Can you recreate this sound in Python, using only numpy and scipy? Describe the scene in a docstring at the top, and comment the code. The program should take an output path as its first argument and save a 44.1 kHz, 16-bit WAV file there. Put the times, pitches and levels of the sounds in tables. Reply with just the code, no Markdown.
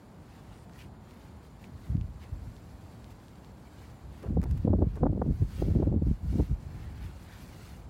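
"""First comes the soft brush of a glove and sleeve on loose soil, as a hand lifts a potato from a tub
and digs on. Tiny grains slip and hiss, crumbs snap, and the potato grinds on grit. Then gusts, the
loudest sound, push swirls of air (eddies) against the port, the opening of a hand-held microphone.
They rumble and thump, and the gain control ducks under them. Fingers rub the microphone's case;
behind it all are the outdoor air and a thin electronic whine."""
import sys
import numpy as np
from scipy import signal
from scipy.fft import rfft, irfft, next_fast_len
from scipy.io import wavfile
from scipy.ndimage import uniform_filter1d, minimum_filter1d

SR = 44100
rng = np.random.default_rng(int(sys.argv[2]) if len(sys.argv) > 2 else 0)


def pcm_store(signal):
    """Save signal as 16-bit PCM."""
    levels = np.round(np.clip(np.atleast_2d(signal), -1, 1) * 32767)
    wavfile.write(sys.argv[1], SR, levels.astype(np.int16).T)


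N = 347949
TIME = np.arange(N) / SR


# The tones at which the port rings. Each row: pitch in Hz, width in Hz, gain in dB.
PORT_TONES = [(197, 44, -11.5), (307, 26, -11), (653, 320, -14.5)]

def wind(rumble_top_hz=182):
    """Large eddies rumble, strong gusts break them into smaller ones, and the port rings briefly."""
    rumble_db, flutter_db = wind_levels()
    swirl_db = (rumble_db + flutter_db) / 2 + 1
    unrest = drift(23)   # the flow is never even
    large = turbulence(per_s=510, hz=43.1, lowest_hz=47.6, even_s=0.055)
    middle = turbulence(per_s=350, hz=68.5, lowest_hz=129, even_s=0.028)
    small = turbulence(per_s=290, hz=116, lowest_hz=221, even_s=0.059) + from_db(-11) * pops()
    rumble = from_db(rumble_db + 2.5 + 2.65 * unrest) * cut(large, rumble_top_hz, "low")
    swirl = from_db(swirl_db + 1.1 * unrest) * middle
    flutter = from_db(flutter_db + 2.1 + 1.1 * unrest) * small
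    gusts = rumble + swirl + flutter + buffets()
    return gusts + sum(from_db(db) * resonance(gusts, hz, width) for hz, width, db in PORT_TONES)


# The breeze between gusts. Each row: time in seconds, relative rumble level in dB.
BREEZE_LEVELS = [(1.55, -63), (2.13, -47.5), (2.8, -55), (3.85, -67), (4.25, -49), (4.5, -38), (5.55, -40),
                 (6.18, -58), (6.55, -47), (7.08, -43), (7.3, -55), (7.89, -49.5)]
# The gusts. Each row: arrival in seconds, hold in seconds, relative rumble level in dB,
# flutter compared with rumble in dB.
WIND_GUSTS = [(1.737, 0.026, -50, -35), (1.892, .11, -34, -25), (2.323, 0.15, -43, -25),
              (4.04, 0.047, -44.5, -36), (4.297, 0.094, -26.5, -22), (4.445, 0.15, -32, -27.5),
              (4.663, 0.091, -25, -9.5), (4.774, 0.065, -25.5, -10), (5.012, 0.098, -27.5, -13),
              (5.133, 0.11, -30.5, -11), (5.263, 0.052, -27, -17), (5.418, 0.0063, -25.5, -17.5),
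              (5.591, 0.12, -28, -14.5), (5.75, 0.085, -27, -7.5), (5.862, 0.12, -28.5, -13),
              (6.043, 0.076, -29, -30), (6.244, 0.062, -31, -38), (6.331, 0.032, -29, -14.5),
              (6.39, 0.018, -25, -7), (6.498, 0.02, -30, -24.5), (6.751, 0.019, -40.5, -26),
              (6.859, .02, -40.5, -29), (6.965, 0.17, -43.5, -36)]

def wind_levels(rise_db_per_s=445, fall_db_per_s=331, flutter_speedup=2.16):
    """Gusts rise above the breeze, hold and drop; small eddies come and go faster than large ones."""
    rumble_db, = in_time(BREEZE_LEVELS)
    flutter_db = rumble_db - 24
    for arrival, hold, db, small_db in WIND_GUSTS:
        before = np.maximum(arrival - TIME, 0)
        after = np.maximum(TIME - arrival - hold, 0)
        fade_db = rise_db_per_s * before + fall_db_per_s * after
        rumble_db = np.maximum(rumble_db, db - fade_db)
        flutter_db = np.maximum(flutter_db, db + small_db - flutter_speedup * fade_db)
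    return rumble_db, flutter_db


def eddy(t, hz):
    """A passing swirl of air gives a push, then a pull, quicker for small swirls; peak 1."""
    phase = 2 * np.pi * hz * t
    return -16 / np.sqrt(27) * phase / (1 + phase ** 2) ** 2


def eddy_stream(per_s, hz, spread_db):
    """Eddies of one size pass at random moments."""
    shape = eddy(np.arange(-2000, 2001) / SR, hz)
    return signal.fftconvolve(grains(per_s, spread_db), shape, "same")


def turbulence(per_s, hz, lowest_hz, even_s):
    """Crowded eddies merge into a rush, its level evened out over about even_s seconds."""
    stream = cut(eddy_stream(per_s, hz, spread_db=3.5), lowest_hz, "high", order=3)
    power = smooth(stream ** 2, int(even_s * SR))
    return stream / np.sqrt(np.abs(power) + 1e-9)


def pops():
    """Stray tiny eddies come singly and make the flutter ragged."""
    return rms_one(cut(eddy_stream(per_s=61, hz=198, spread_db=1.0), 150, "high"))


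# Hard eddies hitting the port. Each row: time in seconds, relative level in dB, pitch in Hz.
HARD_EDDIES = [(1.902, -18, 46), (1.954, -17.5, 66), (1.978, -16, 48), (2.042, -21.5, 40), (2.326, -24, 38),
               (4.308, -18, 75), (4.373, -14.5, 165), (4.396, -14, 60), (4.651, -15, 104),
               (4.679, -12, 177), (4.705, -17, 105), (4.737, -10, 192), (4.791, -15, 115),
               (4.824, -12, 185), (4.871, -15, 72), (5.034, -9.5, 240), (5.042, -13, 110),
               (5.059, -13.5, 198), (5.067, -8, 270), (5.098, -18, 120), (5.131, -19, 151),
               (5.178, -20, 150), (5.22, -12.5, 275), (5.263, -21, 135), (5.289, -17, 70),
               (5.309, -20, 110), (5.427, -12.5, 66), (5.624, -14.5, 174), (5.685, -17, 112),
               (5.761, -12, 100), (5.801, -16, 130), (5.829, -15.5, 191), (5.875, -13, 120),
               (5.927, -21, 170), (5.941, -17.5, 130), (5.963, -14.5, 70), (6.022, -15.5, 112),
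               (6.07, -17.5, 85), (6.085, -15, 58), (6.112, -19.5, 84.4), (6.357, -18, 94),
               (6.392, -15, 75), (6.402, -15.5, 133)]

def buffets(gap_s=0.00321, side_db=-6.5):
    """A hard eddy breaks on the port's rim: a weaker one of opposite spin leads, one alike follows."""
    out = np.zeros(N)
    for s, db, hz in HARD_EDDIES:
        near = slice(int((s - .05) * SR), int((s + .05) * SR))
        t = TIME[near] - s
        lag, lag_pitch, lead, lead_pitch = rng.uniform(.55, 1.45, 4)
        following = eddy(t - gap_s * lag, hz * np.sqrt(lag_pitch))
        leading = -eddy(t + gap_s * lead, hz * np.sqrt(lead_pitch))
        out[near] += from_db(db - 3) * (eddy(t, hz) + from_db(side_db) * (leading + following))
    return cut(cut(out, 51, "high"), 3000, "low", order=3)


# The tone of coarse soil, then of fine soil. Each row: frequency in Hz, relative level in dB.
SCRAPE_TONE = [(500, -10.5), (1200, 7.5), (2200, 6.5), (3200, 1.5), (4500, -3.5), (6500, -13), (12000, -18)]
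HISS_TONE = [(2000, -20), (3400, -1.5), (4300, 6), (5400, 2.5), (6200, 3), (9000, 0), (12000, -2),
             (16000, -3.5)]

def brushing():
    """Knit and rubber drag through soil: countless grains slip, coarse ones lower than fine ones."""
    coarse_gain, fine_gain = hand_strokes()
    catching = drift(22)   # the glove catches and lets go
    scrape = coloured(grains(per_s=5500, spread_db=2.0), SCRAPE_TONE) + from_db(-9.5) * grit()
    hiss = coloured(grains(per_s=18000, spread_db=3.0), HISS_TONE)
    scrape = tub_echoes(shifting_contact(scrape)) * from_db(0.26 + 0.5 * catching)
    hiss = tub_echoes(shifting_contact(hiss)) * from_db(-0.87 + 0.7 * catching)
    return coarse_gain * scrape + fine_gain * hiss


# The glove's light, constant rustle. Each row: time in seconds, relative level in dB.
RUSTLE_LEVELS = [(0, -73.5), (.5, -70.5), (.95, -76), (1.3, -72.5), (2.1, -71.5), (2.55, -68.5),
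                 (3.4, -69.5), (4.3, -75.5), (5.15, -74), (5.7, -62), (5.99, -88), (6.15, -76),
                 (6.7, -67.5), (7.89, -72.5)]
# Strokes over the soil. Each row: fastest moment in seconds, length in seconds,
# relative scrape level in dB, hiss compared with scrape in dB.
GLOVE_STROKES = [(0.35, .07, -64.5, -6), (0.528, 0.064, -64, -15), (0.795, 0.065, -61.5, -3),
                 (1.102, 0.058, -66.5, -2.5), (1.23, 0.1, -66, -5), (1.452, 0.036, -67.5, -2),
                 (1.638, 0.045, -64.5, -2.5), (1.865, 0.12, -67, -1.5), (2.236, 0.037, -63.5, -5),
                 (3.113, 0.014, -62.5, -5), (3.837, 0.16, -65, -2), (4.2, 0.17, -66.5, -4),
                 (4.567, 0.13, -66.5, -3), (4.937, 0.085, -66.5, -6), (5.407, 0.094, -70.5, 5),
                 (5.582, 0.098, -57.5, -1), (5.817, 0.12, -64, -7), (6.114, 0.084, -65, -0.5),
                 (6.388, 0.14, -59.5, -1), (6.82, 0.12, -63, -12), (7.036, 0.11, -60.5, -8),
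                 (7.323, 0.14, -62.5, -20), (7.445, 0.26, -62.5, -0.5), (7.67, 0.12, -60, -1.5)]

def hand_strokes(rise=1.12, fall=0.95, roundness=1.74):
    """Each stroke speeds up and slows down, lifting the scrape and hiss above the rustle."""
    t = TIME[::64]
    rustle_db = np.interp(t, *np.transpose(RUSTLE_LEVELS))
    coarse_power, fine_power = from_db(rustle_db) ** 2, from_db(rustle_db - 0.5) ** 2
    for s, length, db, hiss_db in GLOVE_STROKES:
        away = np.maximum((s - t) / rise, (t - s) / fall) / length
        swell = from_db(db) * np.exp(-np.minimum(away, 10) ** roundness)
        coarse_power += swell ** 2
        fine_power += (from_db(hiss_db) * swell) ** 2
    return [np.interp(TIME, t, np.sqrt(power)) for power in (coarse_power, fine_power)]


def grit(per_s=460, pitch_count=12):
    """Larger grains flick past each other, each ringing briefly at its own pitch."""
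    rings = (resonance(grains(per_s / pitch_count, spread_db=3.0), hz, hz / 6) / hz
             for hz in np.geomspace(1500, 6000, pitch_count))
    return rms_one(sum(rings))


def shifting_contact(x, depth_db=1.4, change_hz=24):
    """The glove's contact keeps changing, so each half octave swells and fades on its own."""
    spectrum, hz, size = frequencies(x)
    half_octaves = np.clip(2 * np.log2(hz / 1000), 0, 8)
    out = np.zeros(N)
    for k in range(9):
        band = np.maximum(1 - np.abs(half_octaves - k), 0)
        out += irfft(spectrum * band, size)[:N] * from_db(depth_db * drift(change_hz))
    return rms_one(out)


# Echoes off the tub's wall. Each row: average delay in milliseconds, gain.
TUB_ECHOES = [(1.3, 0.25), (2.1, .25)]

def tub_echoes(x, wander=0.11, wander_hz=2.9):
    """Quick echoes colour the sound; their delays wander as the hand moves."""
    echoes = np.zeros(N)
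    for ms, gain in TUB_ECHOES:
        delay_s = ms / 1000 * (1 + wander * drift(wander_hz))
        echoes += gain * np.interp(TIME - delay_s, TIME, x)
    return rms_one(x + echoes)


# Crumbs and bits of bark snapping, and at 1.64 s the potato knocking. Each row: start in seconds, # relative
# level in dB, pitch in Hz, fading time in cycles.
CRUMB_SNAPS = [(0.696, -52, 1370, 1.4), (0.735, -50, 5000, .6), (0.79, -50, 2400, 1),
               (1.110, -51, 2580, 0.65), (1.6422, -47.5, 2400, 2.4), (1.969, -50, 2500, .5),
               (2.012, -44.5, 2630, .7), (2.566, -48.5, 3400, .5), (3.044, -46, 3380, 0.57),
               (3.283, -48.5, 3200, .5), (3.357, -54, 2800, .6), (3.447, -49, 3500, 0.59)]

def crumbs():
    """Each snap or knock is one dry click, over within a few cycles in the soft soil."""
    out, t = np.zeros(N), TIME[:400]
    for s, db, hz, cycles in CRUMB_SNAPS:
        click = np.cos(2 * np.pi * hz * t) * np.exp(-hz * t / cycles)
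        click = cut(click, hz / 2, "high", order=1)
        at = int(s * SR)
        out[at:at + len(t)] += from_db(db + 8) * click / np.abs(click).max()
    return cut(out, 6900, "low")


# The potato pressing on grit. Each row: middle in seconds, level in dB, length in seconds.
POTATO_PRESSES = [(.789, -59.5, .006), (.811, -54.5, .015), (.845, -59.5, .005)]
# The tones of that crunch. Each row: pitch in Hz, width in Hz, relative level in dB.
CRUNCH_TONES = [(1920, 300, -5), (2400, 320, 6), (2780, 270, 5), (4050, 870, -14)]

def potato_crunch(slips_per_s=380, uneven=0.44):
    """The potato's skin sticks and slips on grit in a short, uneven run."""
    pace = slips_per_s * np.exp(uneven * drift(300))
    slips = ticks(pace) * from_db(3.0 * drift(300))
    ringing = sum(from_db(db) * resonance(slips, hz, width) for hz, width, db in CRUNCH_TONES)
    pressing = sum(from_db(db) * np.exp(-np.minimum(((TIME - s) / length) ** 4, 36))
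                   for s, db, length in POTATO_PRESSES)
    return pressing * rms_one(ringing)


# Gaps under the cupped glove. Each row: middle in seconds, length in seconds, pitch in Hz, level in dB.
GLOVE_GAPS = [(2.235, 0.017, 2130, -66), (5.52, 0.022, 1350, -63), (5.585, 0.026, 2360, -65),
              (5.595, 0.045, 3130, -67), (6.834, 0.1, 1800, -67), (7.328, .04, 1750, -61.5),
              (7.34, .02, 3550, -65), (7.42, .1, 4770, -76)]

def hollows(width_hz=490):
    """The gap between glove and soil rings while a deep stroke holds it open."""
    out, slips = np.zeros(N), grains(per_s=3100, spread_db=1.5)
    for s, length, hz, db in GLOVE_GAPS:
        ringing = resonance(resonance(slips, hz, width_hz), hz, width_hz)
        out += from_db(db) * swell_at(s, length) * rms_one(ringing)
    return out


# Flicks of the glove. Each row: middle in seconds, level in dB, length in seconds.
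KNIT_FLICKS = [(.787, -66, .012), (3.112, -71, .01), (7.05, -68, .025), (7.22, -75, .03), (7.335, -71, .02),
               (7.422, -63, .014)]
# Their bright tone. Each row: frequency in Hz, relative level in dB.
FLICK_TONE = [(5000, -30), (9000, 3), (12500, 7), (16000, 0)]

def knit_flicks():
    """The knit flicks over dry crumbs with a short, high hiss."""
    return friction(KNIT_FLICKS, FLICK_TONE)


# Finger scuffs, then hand rubs, on the case. Each row: middle in seconds, level in dB, length in seconds.
FINGER_SCUFFS = [(.642, -67, 0.0043), (4.230, -58, 0.0039), (4.417, -53, 0.0017), (4.431, -49, 0.0011),
                 (4.440, -47, 0.0024), (4.512, -48, 0.0019), (4.577, -56.5, 0.0054), (4.957, -55, 0.0017),
                 (4.965, -60, .003)]
HAND_RUBS = [(4.243, -42.5, 0.013), (4.272, -44, 0.006), (4.436, -35, 0.0058), (4.461, -41.5, 0.0047),
             (4.975, -40, 0.0089)]
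# The tone of each. Each row: frequency in Hz, relative level in dB.
SCUFF_TONE = [(600, -5), (1500, 3), (3000, -6.5), (8000, -10.5), (16000, -14)]
RUB_TONE = [(100, -7), (300, 7.5), (800, -5), (1400, -14), (3000, -37), (8000, -64)]

def case_handling():
    """Fingers shift crisply on the microphone's case, and the holding hand rubs it dully."""
    return friction(FINGER_SCUFFS, SCUFF_TONE) + friction(HAND_RUBS, RUB_TONE)


def friction(slides, tone):
    """Brief slides swell and fade, each a dense run of tiny slips."""
    swell = sum(from_db(db) * swell_at(s, length) for s, db, length in slides)
    return swell * coloured(grains(per_s=7000, spread_db=3.0), tone)


# The tone of the outdoor air. Each row: frequency in Hz, relative level in dB.
AIR_TONE = [(15, -15), (25, -14.5), (64, 4.5), (133, 0), (223, -2.5), (393, -12), (515, -14.5),
            (884, -15.5), (2750, -37), (4720, -39), (6520, -61), (7080, -54), (9270, -44.5), (13900, -59),
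            (15900, -58)]

def outdoor_air(bass_hz=220, bass_swing_db=1.6):
    """A low hush, a little restless, most of all in the bass."""
    air = from_db(-49 + .5 * drift(5.6)) * coloured(rng.standard_normal(N), AIR_TONE)
    bass_gain = from_db(bass_swing_db * drift(8.9) - 1)
    return air + cut(air, bass_hz, "low", order=1) * (bass_gain - 1)


# The wandering whine. Each row: time in seconds, pitch in Hz, relative level in dB.
WHINE_PATH = [(0, 7120, -84), (1.9, 7040, -83), (2.2, 7300, -81), (3.3, 7360, -82), (3.8, 7360, -82),
              (4.0, 7080, -81), (5.0, 7260, -87), (6.3, 7190, -81.5), (7.89, 7360, -82)]

def electronic_whines(waver_hz=80, steady_hz=11644):
    """The electronics give two thin whines: one wanders, one stays near its pitch."""
    hz, db = in_time(WHINE_PATH)
    wandering = from_db(db + 1.5 + 3.0 * drift(60)) * sine(hz + waver_hz * drift(160))
    steady = from_db(-92.5 + 2.5 * drift(8)) * sine(steady_hz + 8 * drift(30))
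    return wandering + steady


# Runs of a tiny motor. Each row: middle in seconds, level in dB, half the length in seconds.
MOTOR_RUNS = [(0.586, -73, .06), (0.847, -78, 0.043)]
# Its tone. Each row: frequency in Hz, relative level in dB.
MOTOR_TONE = [(2500, -24), (4900, -1), (6400, -8), (8400, -1), (9200, 1), (9900, -4), (11000, -25)]

def motor_buzz(steps_per_s=700, fade_s=.006):
    """A tiny motor, perhaps focusing a lens, steps so fast that it buzzes faintly."""
    steps = ticks(steps_per_s * (1 + 0.0086 * drift(200)))
    running = sum(from_db(db) * np.clip((half - np.abs(TIME - s)) / fade_s, 0, 1)
                  for s, db, half in MOTOR_RUNS)
    return running * coloured(steps, MOTOR_TONE)


def from_db(db):
    """Turns decibels into a gain."""
    return 10 ** (np.asarray(db) / 20)


def rms_one(x):
    """Scales x to an average level (rms) of 1."""
    return x / np.sqrt(np.mean(x ** 2) + 1e-20)


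def in_time(rows):
    """Joins timed rows with straight lines, giving one curve per value column."""
    s, *columns = np.transpose(rows)
    return [np.interp(TIME, s, column) for column in columns]


def cut(x, hz, kind, order=2):
    """Keeps the "low" or the "high" side of hz."""
    return signal.sosfilt(signal.butter(order, hz, kind, fs=SR, output="sos"), x)


def resonance(x, hz, width):
    """Lets x ring around one pitch."""
    return signal.lfilter(*signal.iirpeak(hz, max(hz / width, 1), fs=SR), x + 1e-18)


def frequencies(x):
    """Gives the spectrum of x, its frequencies in Hz and the padded length."""
    size = next_fast_len(N)
    return rfft(x, size), np.maximum(np.fft.rfftfreq(size, 1 / SR), 1), size


def coloured(x, tone):
    """Shapes x with a tone table; average level 1."""
    tone_hz, db = np.transpose(tone)
    spectrum, hz, size = frequencies(x)
    gain = from_db(np.interp(np.log(hz), np.log(tone_hz), db))
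    return rms_one(irfft(spectrum * gain, size)[:N])


def drift(hz):
    """A random wobble of typical size 1, mostly slower than hz."""
    count = N // 32
    bins = np.fft.rfftfreq(count, N / count / SR)
    slow = irfft(rfft(rng.standard_normal(count)) / (1 + (bins / hz) ** 2), count)
    return np.interp(np.arange(N) * count / N, np.arange(count), rms_one(slow))


def grains(per_s, spread_db):
    """Random clicks of uneven size and sign."""
    chance, size = rng.random((2, N))
    out, born = np.zeros(N), chance < per_s / SR
    signed = 2 * size[born] - 1
    strength = np.minimum(-np.log(np.abs(signed) + 1e-9), 4)
    out[born] = np.sign(signed) * from_db(spread_db * strength)
    return out


def ticks(per_s):
    """Clicks that follow a changing pace."""
    return np.diff(np.floor(np.cumsum(per_s) / SR), prepend=0)


def sine(hz):
    """A pure tone that follows a changing pitch."""
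    return np.sin(2 * np.pi * np.cumsum(hz) / SR)


def swell_at(s, length):
    """A bell-shaped swell: 1 at time s, about 0.6 one length to either side."""
    out, near = np.zeros(N), np.abs(TIME - s) < 5 * length
    out[near] = np.exp(-.5 * ((TIME[near] - s) / length) ** 2)
    return out


def smooth(x, size):
    """Averages twice over size samples."""
    return uniform_filter1d(uniform_filter1d(x, size), size)


def scene():
    """Wind on the port, the hand in the soil, the hold on the case, and the quiet behind them."""
    handling = case_handling()
    soil = brushing() + hollows() + crumbs() + potato_crunch() + knit_flicks()
    mix = wind() + soil + handling + outdoor_air() + electronic_whines() + motor_buzz()
    return mix[None]   # one channel


def gain_control(x, threshold_db=-27.0, share=0.16, release_db_per_s=10.0, attack_hz=14):
    """Loud moments turn the gain down; it creeps back afterwards."""
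    duck_db = share * np.maximum(20 * np.log10(np.abs(x) + 1e-9) - threshold_db, 0)
    recovery_db = release_db_per_s * TIME
    held_db = np.maximum.accumulate(duck_db + recovery_db, axis=-1) - recovery_db
    return x * from_db(-cut(held_db, attack_hz, "low", order=1))


def limiter(x, top=0.23, size=220):
    """The gain dips smoothly for a few milliseconds around any peak above the top."""
    gain = minimum_filter1d(top / np.maximum(np.abs(x), top), 2 * size)
    return x * smooth(gain, size)


def record(dry, lowest_hz=40.4, highest_hz=15800):
    """Deep bass is dropped, gusts duck the gain, peaks are limited, the highest treble is cut."""
    trimmed = cut(dry, lowest_hz, "high", order=6)
    limited = limiter(gain_control(trimmed))
    return signal.sosfilt(signal.ellip(10, .1, 80, highest_hz, fs=SR, output="sos"), limited)


dry = scene()
out = record(dry)
pcm_store(out)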